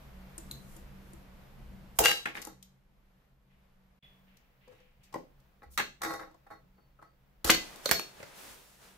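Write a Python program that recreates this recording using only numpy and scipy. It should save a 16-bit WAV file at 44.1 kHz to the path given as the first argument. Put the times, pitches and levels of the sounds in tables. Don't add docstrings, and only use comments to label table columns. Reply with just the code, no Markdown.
import sys
import numpy as np
from scipy import signal
from scipy.fft import rfft, irfft
from scipy.io import wavfile
from scipy.ndimage import uniform_filter1d

SR = 44100
rng = np.random.default_rng(int(sys.argv[2]) if len(sys.argv) > 2 else 0)


def gain_from_decibels(decibels):
    exponent = np.asarray(decibels, float) / 20
    return 10 ** exponent


def digitize_waveform(pressure):
    field = np.atleast_2d(pressure).T
    bounded = np.clip(field, -1, 1)
    quanta = np.round(bounded * 32767).astype(np.int16)
    wavfile.write(sys.argv[1], SR, quanta)


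N = 395577


def rms_one(x):
    return x / np.sqrt(np.mean(x ** 2) + 1e-20)


def band(x, low_hz, high_hz, order=2):
    edges = [low_hz, min(high_hz, .45 * SR)]
    return signal.sosfilt(signal.butter(order, edges, "band", fs=SR, output="sos"), x)


def at_hz(points, hz):
    f, value = np.transpose(points)
    return np.interp(np.log(hz), np.log(f), value)


def swell(t, rise_s, start, hold, db, fall):
    rise = np.clip((t - start) / rise_s, 0, 1)
    return rise * gain_from_decibels(db - fall * np.maximum(t - start - rise_s - hold, 0))


def swells(rows, rise_s, more_db):
    coarse = np.arange(0, N, 64) / SR
    power = 0
    for row, db in zip(rows, np.broadcast_to(more_db, len(rows))):
        power = power + (swell(coarse, rise_s, *row[:4]) * gain_from_decibels(db)) ** 2
    return np.interp(np.arange(N) / SR, coarse, np.sqrt(power))


def peaks(x, rows):
    for hz, width, db in rows:
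        w, lift = 2 * np.pi * hz / SR, gain_from_decibels(db / 2)
        spread = np.sin(w) * width / hz / 2
        top = [1 + spread * lift, -2 * np.cos(w), 1 - spread * lift]
        bottom = [1 + spread / lift, -2 * np.cos(w), 1 - spread / lift]
        x = signal.lfilter(top, bottom, x)
    return x


def ring(clicks, hz, t60):
    r, w = np.exp(-np.log(1000) / (t60 * SR)), 2 * np.pi * hz / SR
    return signal.lfilter([0, np.sin(w)], [1, -2 * r * np.cos(w), r * r], clicks + 1e-18)


# (f/Hz, likeness 0-1)
LEFT_RIGHT_LIKENESS = [(30, 0.95), (120, 1), (550, 0.16), (1650, 0), (5000, 0.068), (15000, 0)]


def coloured(spectrum, flicker_db):
    hz = np.maximum(np.arange(N // 2 + 1) * SR / N, 1)
    alike = np.clip(at_hz(LEFT_RIGHT_LIKENESS, hz), -.2, 1)
    mid, side = rfft(rng.standard_normal((2, N)))
    inside = (hz > spectrum[0][0]) * gain_from_decibels(at_hz(spectrum, hz))
    pair = inside * (np.sqrt(1 + alike) * mid + np.sqrt(1 - alike) * side * [[1], [-1]])
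    flicker = np.interp(np.arange(N), np.linspace(0, N, 70), rng.standard_normal(70))
    return rms_one(irfft(pair, N)) * gain_from_decibels(flicker_db * flicker)


# (f/Hz, level/dB per Hz)
RUMBLE_COLOUR = [(12, -31.5), (20, 3), (40, 1), (92, -19.5), (124, -13.5), (195, -22), (300, -41.5),
                 (660, -120)]
# (f/Hz, level/dB per Hz)
HISS_COLOUR = [(200, -22.5), (480, 4), (2000, -4), (3200, -9), (9000, -22), (12500, -14.5), (15800, -10),
               (16200, -44)]
# (f/Hz, width/Hz, level/dB in the rumble)
FAN_HUMS = [(58, 7, -2), (135, 7, -3), (188, 2.5, -3)]
# (t/s, level/dB)
GAIN = [(0, 2), (1.97, -3), (2.1, -16), (2.35, -5.5), (2.7, -13.5), (3.99, -13.5), (4.03, -10.5),
        (4.5, -13.5), (8.97, -15.5)]
# (start t/s, hold/s, level/dB, fall/dB per s)
SHAKES = [
    (.41, 0.056, -49, 10.5),
    (1.55, .25, -50, 61),
    (5.25, .15, -64, 41),
    (5.681, 0.045, -64.5, 13),
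    (6.51, 0.073, -67.5, 11.5),
    (7.151, .11, -68.5, 41),
    (7.451, 0.031, -44.5, 105),
]
# (from t/s, to t/s)
SCENE_CHANGE = (3.994, 4.024)


def room_tone():
    rumble_db, hiss_db, later_hiss_db = -53, -60.5, 1.5
    t = np.arange(N) / SR
    white = rng.standard_normal((2, N))
    white = white[0] + 0.25 * white[1] * [[1], [-1]]
    hums = 0
    for hz, width, db in FAN_HUMS:
        hums = hums + gain_from_decibels(db) * rms_one(band(white, hz - width / 2, hz + width / 2, order=1))
    rumble = rms_one(coloured(RUMBLE_COLOUR, flicker_db=1.5) + hums)
    gain_db = np.interp(t, *np.transpose(GAIN))
    rumble_level = np.hypot(gain_from_decibels(rumble_db + gain_db), swells(SHAKES, 0.05, 0))
    hiss_level = gain_from_decibels(hiss_db + gain_db + later_hiss_db * (t > SCENE_CHANGE[0]))
    return rumble_level * rumble + hiss_level * coloured(HISS_COLOUR, flicker_db=1.0)


# (start t/s, hold/s, level/dB, fall/dB per s)
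HAND = [
    (3.49, 0.019, -75.5, 88.5),
    (4.0, 0.0091, -65, 82),
    (4.26, .04, -71, 50),
    (4.6, 0.22, -70, 84.5),
    (5.0, 0.069, -72.5, 196.5),
]
# (start t/s, hold/s, level/dB, fall/dB per s)
RUBBING = [
    (.39, 0.35, -65.5, 166),
    (.67, 0.082, -63, 200),
    (1.0, 0.16, -72, 300),
    (1.95, .015, -58, 904.5),
    (5.70, 0.039, -59, 900),
]
# (from t/s, to t/s, f/Hz, level/dB)
WHISTLES = [(6.5, 6.6, 4270, -78), (6.51, 6.58, 3760, -79), (6.734, 6.952, 4470, -86),
            (7.015, 7.06, 4250, -82), (7.05, 7.17, 4590, -87)]


def faint_moves():
    rise_s = 0.021
    t, white = np.arange(N) / SR, rng.standard_normal((2, N))
    out = swells(HAND, rise_s, 0) * rms_one(band(white, 1770, 3100))
    out += swells(RUBBING, rise_s, 0) * rms_one(band(white, 5500, 20000))
    for start, end, hz, db in WHISTLES:
        shape = np.sin(np.pi * np.clip((t - start) / (end - start), 0, 1)) ** .5
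        out += gain_from_decibels(db) * shape * rms_one(band(white[0], hz - 12, hz + 12, order=1))
    return out


# (start t/s, hold/s, dull level/dB, fall/dB per s, bright level/dB relative to dull)
SLEEVE = [
    (7.505, 0.011, -49.5, 16.5, -10.5),
    (7.823, 0.027, -46.5, 124.5, -0.5),
    (8.127, 0.15, -56, 84.5, -13),
    (8.326, 0.13, -53.5, 98, -1),
    (8.548, 0.14, -68, 57, 3.5),
    (8.773, 0.042, -58.5, 80, -6),
]


def sleeve():
    rise_s = 0.06
    dull = swells(SLEEVE, rise_s, 0)
    bright = swells(SLEEVE, rise_s, [row[-1] for row in SLEEVE])
    white = rng.standard_normal((3, N))
    white = 0.5 * white[0] + 0.94 * white[1:]
    dull_cloth = rms_one(band(white, 130, 1700, order=1))
    return dull * dull_cloth + bright * rms_one(band(white, 1500, 15600, order=1))


# (t/s, peak level/dB, f/Hz, t60/s)
THUMPS = [(1.9881, -27.5, 58, 0.15), (2.061, -46, 51, 0.12), (2.471, -47, 321, .081),
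          (4.721, -61, 106, .31), (4.981, -61, 111, .21), (5.66, -49.5, 66, .9), (6.101, -50, 166, .31),
          (6.345, -57, 681, .07), (6.631, -61, 171, .31), (7.4441, -30, 68, 0.19),
          (7.4957, -8.5, 1240, .0071), (7.501, -45, 47, 0.12), (7.8606, -21.5, 561, .021),
          (7.9131, -37, 63, 0.15), (7.9153, -20, 350, .013), (7.9135, -17, 1150, .009)]


def thumps():
    lead_radians = .8
    out, t = np.zeros((2, N)), np.arange(SR // 2) / SR
    for s, db, hz, t60 in THUMPS:
        at = round(s * SR)
        wave = np.sin(2 * np.pi * hz * t + lead_radians * np.array([[.5], [-.5]]))
        out[:, at:at + len(t)] += gain_from_decibels(db) * wave * np.minimum(t * hz * 2, 1) * 1000. ** (-t / t60)
    return out


# (t/s, f/Hz, level/dB, t60/s)
CUT_RING = (4.026, 3400, -61, .36)


def cut_ring():
    s, hz, db, t60 = CUT_RING
    click = np.zeros(N)
    click[round(s * SR)] = gain_from_decibels(db)
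    return ring(click, hz, t60) + ring(click, hz + 38, t60) + ring(click, hz - 55, t60) / 2


# (f/Hz, level/dB, t60/s)
TABLE_TOP = [(330, -4, .12), (520, -5, .08), (828, 0, .12), (1100, -4, .09), (1300, -5, .09),
             (1950, -3, .08), (3740, -15, .07), (4280, -17, .11), (5800, -17, .06)]


def slides(table, piece_modes, rasp_hz, grains_per_s, body_db, piece_db, colour=()):
    rise_s = 0.0037
    out = np.zeros((2, N))
    for s, hold, grind_db, fall, rasp_db in table:
        t = np.arange(SR // 2)[:round((rise_s + hold + 36 / fall) * SR)] / SR
        chance, size = rng.random((2, 3, SR // 2))[..., :len(t)]
        heights = gain_from_decibels(-4.5 * np.log(np.maximum(size, .03)))
        grains = (chance < grains_per_s / SR) * heights * np.sign(chance * SR % 1 - .5)
        grains = 0.74 * grains[0] + 0.76 * grains[1:]
        body = sum(gain_from_decibels(db) * ring(grains, hz, 1.2 * t60) for hz, db, t60 in TABLE_TOP[:6])
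        piece = sum(gain_from_decibels(db) * ring(grains, hz, 1.2 * t60) for hz, db, t60 in piece_modes)
        scrape = rms_one(band(band(grains, 250, 2100), 100, 2200, order=5))
        grind = rms_one(scrape + gain_from_decibels(body_db) * rms_one(body))
        rasp = rms_one(band(grains, rasp_hz, 13000, order=5))
        rasp = rms_one(rasp + gain_from_decibels(piece_db) * rms_one(piece))
        gain = swell(t, rise_s, 0, hold, grind_db - 3.0, fall)
        out[:, round(s * SR):][:, :len(t)] += gain * peaks(grind + gain_from_decibels(rasp_db) * rasp, colour)
    return out


# (start t/s, hold/s, grind level/dB, fall/dB per s, rasp level/dB relative to grind)
SLIDES = [
    (2.255, 0.0055, -45.5, 260, -13),
    (2.345, 0.0083, -45.5, 178, -3.5),
    (2.441, 0.054, -53.5, 365.5, -8),
    (4.708, 0.028, -69.5, 106.5, -5),
    (5.628, 0.0029, -50, 647.5, -16),
    (6.024, .12, -37, 341.5, -11),
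    (6.191, 0.019, -41, 288, -18),
    (6.464, 0.0019, -50.5, 898, -19),
    (6.501, 0.019, -46.5, 322, -18.5),
    (7.014, 0.011, -56.5, 264, -16),
]
# (f/Hz, width/Hz, level/dB)
SLIDE_COLOUR = [(2950, 800, -12), (1950, 400, 3)]


def table_slides():
    return slides(SLIDES, TABLE_TOP[6:], rasp_hz=3560, grains_per_s=1800, body_db=2.5, piece_db=-1.5,
                  colour=SLIDE_COLOUR)


def contacts(table, modes, pan_db, alike, knock_hz, edge_hz, bright_hz, kind_thud_db, kind_edge_db, ring_db,
             colour=()):
    rise_share, thud_loss = .2, 0.63
    beat_depth, ring_flutter_db = .45, 3.5
    out, t = np.zeros((2, N)), np.arange(SR // 4) / SR
    short = t[:SR // 12]
    rattle = rng.standard_normal((len(table), 3, len(short)))
    chance = rng.random((len(table), len(modes), 27))
    alike = np.clip(alike, 0, 1)
    for (s, db, hard_db, length_ms), noise, luck in zip(table, rattle, chance):
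        thud_db, edge_db = kind_thud_db - thud_loss * hard_db, kind_edge_db + hard_db
        pair = np.sqrt(alike) * noise[0] + np.sqrt(1 - alike) * noise[1:]
        rise = np.minimum(short / (length_ms * rise_share / 1000), 1)
        force = pair * rise * np.exp(-short / (max(length_ms, .3) / 3000))
        force[:, 4] += 95.0 / max(length_ms, 2) ** 2
        thud = band(force, 150, 700)
        knock = band(force, 700, knock_hz, order=3)
        edge = band(band(force, edge_hz, 16300), 500, bright_hz, order=1)
        crack = knock / knock.std() + gain_from_decibels(thud_db) * thud / thud.std() + gain_from_decibels(edge_db) * edge / edge.std()
        crack = peaks(crack, colour) * knock.std() / np.abs(knock).max()
        hit = np.pad(crack, ((0, 0), (0, len(t) - len(short))))
        for (hz, mode_db, t60), (strength, turn, split, *wobble) in zip(modes, luck):
            share_db = np.interp(np.log(hz), np.log([450, 1400, 3500]), [thud_db, 0, edge_db])
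            share_db += 6 * strength - 3
            lag = .7 * np.pi * (1 - alike) * turn * np.array([[0], [1]])
            beat = 1 + beat_depth * np.cos(2 * np.pi * (.01 * hz * (split + .5) * t + turn))
            flutter = np.interp(t, np.linspace(0, t[-1], len(wobble)), 3.5 * np.array(wobble) - 1.75)
            beat *= gain_from_decibels(ring_flutter_db * flutter)
            fade = np.minimum(t / 0.00061, 1) * 1000. ** (-t / t60)
            hit += gain_from_decibels(ring_db + mode_db + share_db) * beat * np.sin(2 * np.pi * hz * t + lag) * fade
        at = round(s * SR)
        ear_gain = gain_from_decibels(db + np.array([[pan_db], [-pan_db]]) / 2)
        out[:, at:at + len(t)] += ear_gain * hit * np.cos(t / t[-1] * np.pi / 2)
    return out


# (f/Hz, width/Hz, level/dB)
FINGERING = [
    (0.3795, -48, 1.5, 17),
    (0.7646, -54.5, -1.5, 13),
    (1.1333, -58, -3, 9),
]
FLICK = [
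    (0.5118, -45, 1, 14),
]
SMALL_PIECE = [(335, 21, 0.08), (7130, 2, 0.028), (9100, 6, .015), (8000, -3, .03), (6500, -3, .04),
               (4040, 12, 0.01)]


def fingering():
    touches = contacts(FINGERING, SMALL_PIECE[:4], pan_db=2.5, alike=0.15, knock_hz=2500, edge_hz=5300,
                       bright_hz=16200, kind_thud_db=-13, kind_edge_db=9.0, ring_db=-4)
    return touches + contacts(FLICK, SMALL_PIECE, pan_db=2, alike=0.25, knock_hz=2480, edge_hz=7900,
                              bright_hz=16200, kind_thud_db=-8.5, kind_edge_db=12, ring_db=-10.0)


TICKS = [
    (2.3656, -41, -9, 15),
    (2.422, -44, -4.5, 13),
    (2.6265, -61, 8, 9),
    (4.3695, -69, 5.5, 11),
    (5.0295, -67.5, 1.5, 55),
    (5.3995, -72, -3.5, 17),
    (5.7325, -73, 8.5, 44),
]
BRIGHT_TICKS = [
    (2.4166, -52, 3.5, 11),
    (2.4494, -50.5, 6, 9),
    (2.4699, -46, -5.5, 12),
]
SOFT_TOUCH = [
    (4.6761, -54, 0.6, 24),
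    (4.721, -58, 0, 26),
    (4.801, -62, 6, 16),
]
HOLLOW = [(500, 0, .25), (1650, -12, .1)]


def ticks_and_touches():
    out = contacts(TICKS, HOLLOW, pan_db=3.5, alike=0.14, knock_hz=2280, edge_hz=3400, bright_hz=9000,
                   kind_thud_db=-15, kind_edge_db=11.5, ring_db=-26)
    out += contacts(BRIGHT_TICKS, HOLLOW, pan_db=6.0, alike=0.14, knock_hz=2370, edge_hz=6300,
                    bright_hz=10000, kind_thud_db=-18, kind_edge_db=13, ring_db=-26)
    return out + contacts(SOFT_TOUCH, HOLLOW, pan_db=2.5, alike=0.22, knock_hz=1190, edge_hz=830,
                          bright_hz=4970, kind_thud_db=1.5, kind_edge_db=-5.0, ring_db=0.5)


KNOCK = [
    (5.125, -48, 11, 20),
    (5.14, -28, 0, 13.5),
    (5.155, -33.5, -6, 17.6),
    (5.174, -44.5, -1, 46),
    (6.31, -54.5, 2.5, 16.5),
    (6.343, -51, 2, 13),
    (6.78, -61.5, -4, 33),
    (6.99, -56.5, -1, 24),
    (7.0231, -45.5, 4, 16),
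]
KNOCK_COLOUR = [(1310, 330, -5.5), (1940, 150, 15), (3600, 630, -2)]
SOFT_KNOCK_TABLE = [(600, -2, .08), (830, 0, .15), (1000, -3, .06), (1290, 0, .16), (1950, -6, .06)]


def knocks():
    firm = contacts(KNOCK[:6], TABLE_TOP[:4], pan_db=2.5, alike=0.47, knock_hz=1054, edge_hz=2900,
                    bright_hz=6010, kind_thud_db=-4.0, kind_edge_db=-15.0, ring_db=-8.5, colour=KNOCK_COLOUR)
    return firm + contacts(KNOCK[6:], SOFT_KNOCK_TABLE, pan_db=1.5, alike=0.36, knock_hz=1340, edge_hz=3200,
                           bright_hz=6000, kind_thud_db=-0.5, kind_edge_db=-21.0, ring_db=-9.5)


ROLL = [
    (2.2545, -22.5, -2.5, 21),
    (2.269, -27, -3, 20),
    (2.281, -39, 0, 51),
    (2.3505, -31, -9, 14),
    (2.366, -33, -9, 41),
    (5.7758, -16.5, 8, 8.4),
    (5.7805, -19.5, 5, 14),
    (5.7855, -19, 2.5, 13.7),
    (5.793, -20.5, -2, 38),
]
ROLL_COLOUR = [(1260, 350, -1), (1800, 500, 4.5), (3380, 890, 1.5)]
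TUMBLE_COLOUR = [(1710, 520, 3.5), (4230, 620, 10), (4900, 420, -15)]


def rolls():
    roll = contacts(ROLL[:5], TABLE_TOP[:6], pan_db=0.16, alike=0.27, knock_hz=2560, edge_hz=4700,
                    bright_hz=6900, kind_thud_db=-12.5, kind_edge_db=-13.5, ring_db=-16.0, colour=ROLL_COLOUR)
    return roll + contacts(ROLL[5:], TABLE_TOP, pan_db=1.0, alike=0.32, knock_hz=2460, edge_hz=2700,
                           bright_hz=6900, kind_thud_db=-11.5, kind_edge_db=-9.5, ring_db=-18.0,
                           colour=TUMBLE_COLOUR)


SET_DOWN = [(5.62, -46.5, -15.5, 9.4), (6.009, -47, -12, 30), (6.0175, -30, 12, 12), (6.032, -26.5, 8, 23),
            (6.047, -25, 2, 11.6), (6.057, -29, -2, 17), (6.1051, -31, 0, 22), (6.135, -33, 6, 18),
            (6.1931, -40, -3, 26), (6.232, -39.5, -11, 8.2), (6.274, -49, -11, 14), (6.469, -55, -9, 18),
            (6.509, -48.5, -17, 17)]
SET_DOWN_COLOUR = [(2920, 960, -8.5), (1900, 400, -0.5), (3700, 360, 11)]


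def set_down():
    return contacts(SET_DOWN, TABLE_TOP, pan_db=0.5, alike=0.33, knock_hz=2060, edge_hz=4200, bright_hz=8950,
                    kind_thud_db=-9.5, kind_edge_db=-12.0, ring_db=-9.0, colour=SET_DOWN_COLOUR)


LANDING = [
    (1.9874, -17, 8, 13.4),
    (2.002, -19, -5, 18),
    (2.012, -25.5, 0.5, 17),
    (2.472, -48, -22, 9.8),
    (7.4442, -23.5, 2, 13),
    (7.451, -31.5, 6, 9.3),
    (7.759, -50, 5, 6.9),
]
LANDING_TABLE = [(328, -4, .15), (520, -5, .08), (840, 1, .14), (1104, -8, .08), (1500, -8, .05),
                 (2234, -14, .06)]
LANDING_COLOUR = [(296, 200, -4.5), (3970, 3300, -10), (7340, 750, 4.5)]
SECOND_LANDING_COLOUR = [(300, 200, 3), (900, 510, -6), (2620, 900, -3)]


def landings():
    first = contacts(LANDING[:4], LANDING_TABLE, pan_db=-1.04, alike=0.2, knock_hz=900, edge_hz=1800,
                     bright_hz=14000, kind_thud_db=-4.0, kind_edge_db=0.5, ring_db=-9.5, colour=LANDING_COLOUR)
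    return first + contacts(LANDING[4:], TABLE_TOP[:6], pan_db=1.3, alike=0.35, knock_hz=900, edge_hz=1800,
                            bright_hz=14000, kind_thud_db=-3, kind_edge_db=-1.0, ring_db=-14.5,
                            colour=SECOND_LANDING_COLOUR)


TIPPING = [
    (7.8568, -23, 7.5, 10.5),
    (8.199, -45.5, -13, 25),
    (8.228, -36.5, -1, 13),
]
TIPPING_PIECE = [(580, 3, .03), (2030, -8, .04), (2450, -10, .04), (3765, -14, .12), (4345, -8, .03)]
TIPPING_COLOUR = [(277, 190, -7.5), (2800, 720, 3), (4250, 500, 13.5), (10100, 3000, -5.5)]


def tipping():
    return contacts(TIPPING, TIPPING_PIECE, pan_db=-3.5, alike=0.22, knock_hz=2400, edge_hz=1200,
                    bright_hz=8950, kind_thud_db=1.5, kind_edge_db=-4.5, ring_db=-10, colour=TIPPING_COLOUR)


BOUNCE = [
    (2.0387, -24, 6.5, 11),
    (2.0492, -22, 5.5, 12),
    (2.0574, -4.5, -2, 5.5),
    (2.072, -18.5, -0.5, 2.4),
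    (2.083, -19.5, 0.5, 4),
    (2.094, -22.5, 0, 6.7),
    (2.114, -17.5, -0.5, 7.5),
]
BOUNCING_PIECE = [(1612, -5, .11), (2735, -13, .1), (2785, -7, .16), (2990, -19, .12), (3925, -15, .35),
                  (4581, -18, .12), (4856, -22, .15), (5437, -19, .2), (5911, -24, .2), (7111, -16, .22),
                  (474, -10, .15)]
BOUNCE_COLOUR = [(800, 1200, -9.5), (1730, 460, 6), (5017, 2000, 2)]
# (start t/s, hold/s, grind level/dB, fall/dB per s, rasp level/dB relative to grind)
BOUNCE_SKIDS = [
    (2.018, 0.015, -32, 603.4, -4.5),
    (2.035, 0.013, -30, 601.3, 7),
    (2.046, 0.008, -32, 600, 8.5),
    (2.077, .006, -34.5, 193.3, 7),
]


def bounce():
    hits = contacts(BOUNCE, BOUNCING_PIECE, pan_db=2.0, alike=.35, knock_hz=2590, edge_hz=3000, bright_hz=8000,
                    kind_thud_db=-17.5, kind_edge_db=-4.0, ring_db=-10.0, colour=BOUNCE_COLOUR)
    return hits + slides(BOUNCE_SKIDS, BOUNCING_PIECE[1:7], rasp_hz=2220, grains_per_s=2500, body_db=-1.5,
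                         piece_db=3.0)


DROP = [
    (7.4959, -14.5, -13.5, 3.7),
    (7.4994, -1.5, -9, 2.5),
    (7.5012, -8.5, 6, 12),
    (7.511, -19.5, 5, 16),
    (7.545, -20, 1.5, 14),
]
DROPPED_PIECE = [(330, -10, .2), (465, -12, .09), (743, -2, .17), (1050, -6, .1), (1250, -3, .05),
                 (1572, -8, .12), (2020, 4, .2), (2982, -5, .12), (3730, -6, .3), (4021, -12, .15),
                 (4350, 1, .045), (5766, -15, .08)]
DROP_COLOUR = [(300, 230, -6), (1300, 300, 1), (4336, 600, 8)]
# (start t/s, hold/s, grind level/dB, fall/dB per s, rasp level/dB relative to grind)
DROP_SKIDS = [
    (7.458, 0.025, -32.5, 900, 0.004),
    (7.482, 0.0058, -32, 892, 0),
]
SKID_COLOUR = [(850, 430, -9), (300, 170, 3)]


def drop():
    hits = contacts(DROP, DROPPED_PIECE, pan_db=1.9, alike=0.19, knock_hz=3170, edge_hz=4900, bright_hz=9000,
                    kind_thud_db=-9, kind_edge_db=-4.0, ring_db=-20.5, colour=DROP_COLOUR)
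    return hits + slides(DROP_SKIDS, TABLE_TOP[6:], rasp_hz=2440, grains_per_s=2300, body_db=-4, piece_db=-9,
                         colour=SKID_COLOUR)


REBOUND = [
    (7.8906, -21, -1.5, 12),
    (7.9123, -10, 2, 5),
    (7.9148, -13, 0, 9),
    (7.921, -21, 0, 14),
    (7.930, -26, 0, 14),
    (7.9954, -21.5, -2.5, 5.5),
]
REBOUNDING_PIECE = [(300, -10, .03), (1200, -2, .04), (1642, -10, .08), (2333, -10, .1), (2750, -8, .03),
                    (3755, -9, .2), (4345, -8, .24), (4651, -15, .08), (5265, -14, .1), (5512, -13, .1),
                    (5800, -8, .05), (6900, -9, .05)]
REBOUND_COLOUR = [(1320, 420, -5), (13000, 3000, 5), (3813, 500, 3.5), (4390, 320, 6), (4840, 500, -2.5)]


def rebound():
    return contacts(REBOUND, REBOUNDING_PIECE, pan_db=-7.5, alike=0.44, knock_hz=2271, edge_hz=2000,
                    bright_hz=11750, kind_thud_db=-6.5, kind_edge_db=-4.0, ring_db=-19.0, colour=REBOUND_COLOUR)


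# (from f/Hz, to f/Hz, t60/s, level/dB)
ROOM = [(147.25, 870, 0.29, -4), (847, 1860, 0.26, -6.5), (2500, 8000, 0.3, -4.5),
        (9300, 24000, 0.24, -5.5)]


def room(x):
    t = np.arange(SR // 2) / SR
    white = rng.standard_normal((3, len(t)))
    white = 0.28 * white[0] + white[1:]
    rise = np.clip((t - .002) / 0.0061, 0, 1)
    tail = sum(gain_from_decibels(db - 24.0) * band(white, low, high) * 1000. ** (-t / t60) for low, high, t60, db in ROOM)
    return signal.fftconvolve(x[None], rise * tail, axes=1)[:, :N]


# (f/Hz, width/Hz, level/dB)
MICROPHONE_COLOUR = [(13300, 2400, 1.5), (10200, 2800, -3.5)]


def capsules(x):
    spacing_hz, width_db = 400, 2
    high_pass = signal.butter(1, spacing_hz, "high", fs=SR, output="sos")
    side = gain_from_decibels(width_db) * signal.sosfilt(high_pass, x[0] - x[1])
    return peaks((x[0] + x[1] + side * [[1], [-1]]) / 2, MICROPHONE_COLOUR)


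def scene():
    near = cut_ring() + table_slides() + fingering() + ticks_and_touches() + knocks() + rolls()
    near += set_down() + landings() + tipping() + bounce() + drop() + rebound()
    background = room_tone() + faint_moves() + sleeve() + band(thumps(), 35, 4000, order=1)
    return background + capsules(near + room(near.mean(axis=0)))


def gated_top(x, top_hz, gate_db, held_open):
    low = signal.sosfiltfilt(signal.cheby2(12, 40, top_hz, fs=SR, output="sos"), x)
    loud = uniform_filter1d((x - low).mean(axis=0) ** 2, size=512) > gain_from_decibels(2 * gate_db)
    gate = uniform_filter1d(np.maximum(loud, held_open) * 1., size=128)
    return low + gate * (x - low)


def top_cut(x):
    return signal.sosfilt(signal.butter(12, 16810, fs=SR, output="sos"), x)


def record(dry):
    t = np.arange(N) / SR
    edged = gated_top(dry, 16200, -43, False)
    edged = gated_top(edged, 15000, -46, t > SCENE_CHANGE[0])
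    outside_s = np.maximum(SCENE_CHANGE[0] - t, t - SCENE_CHANGE[1])
    joined = edged * np.clip(outside_s / 0.0072, .03, 1)
    rounded = joined / (1.2 * joined ** 4 + 1) ** .25
    return top_cut(rounded)


dry = scene()
out = record(dry)
digitize_waveform(out)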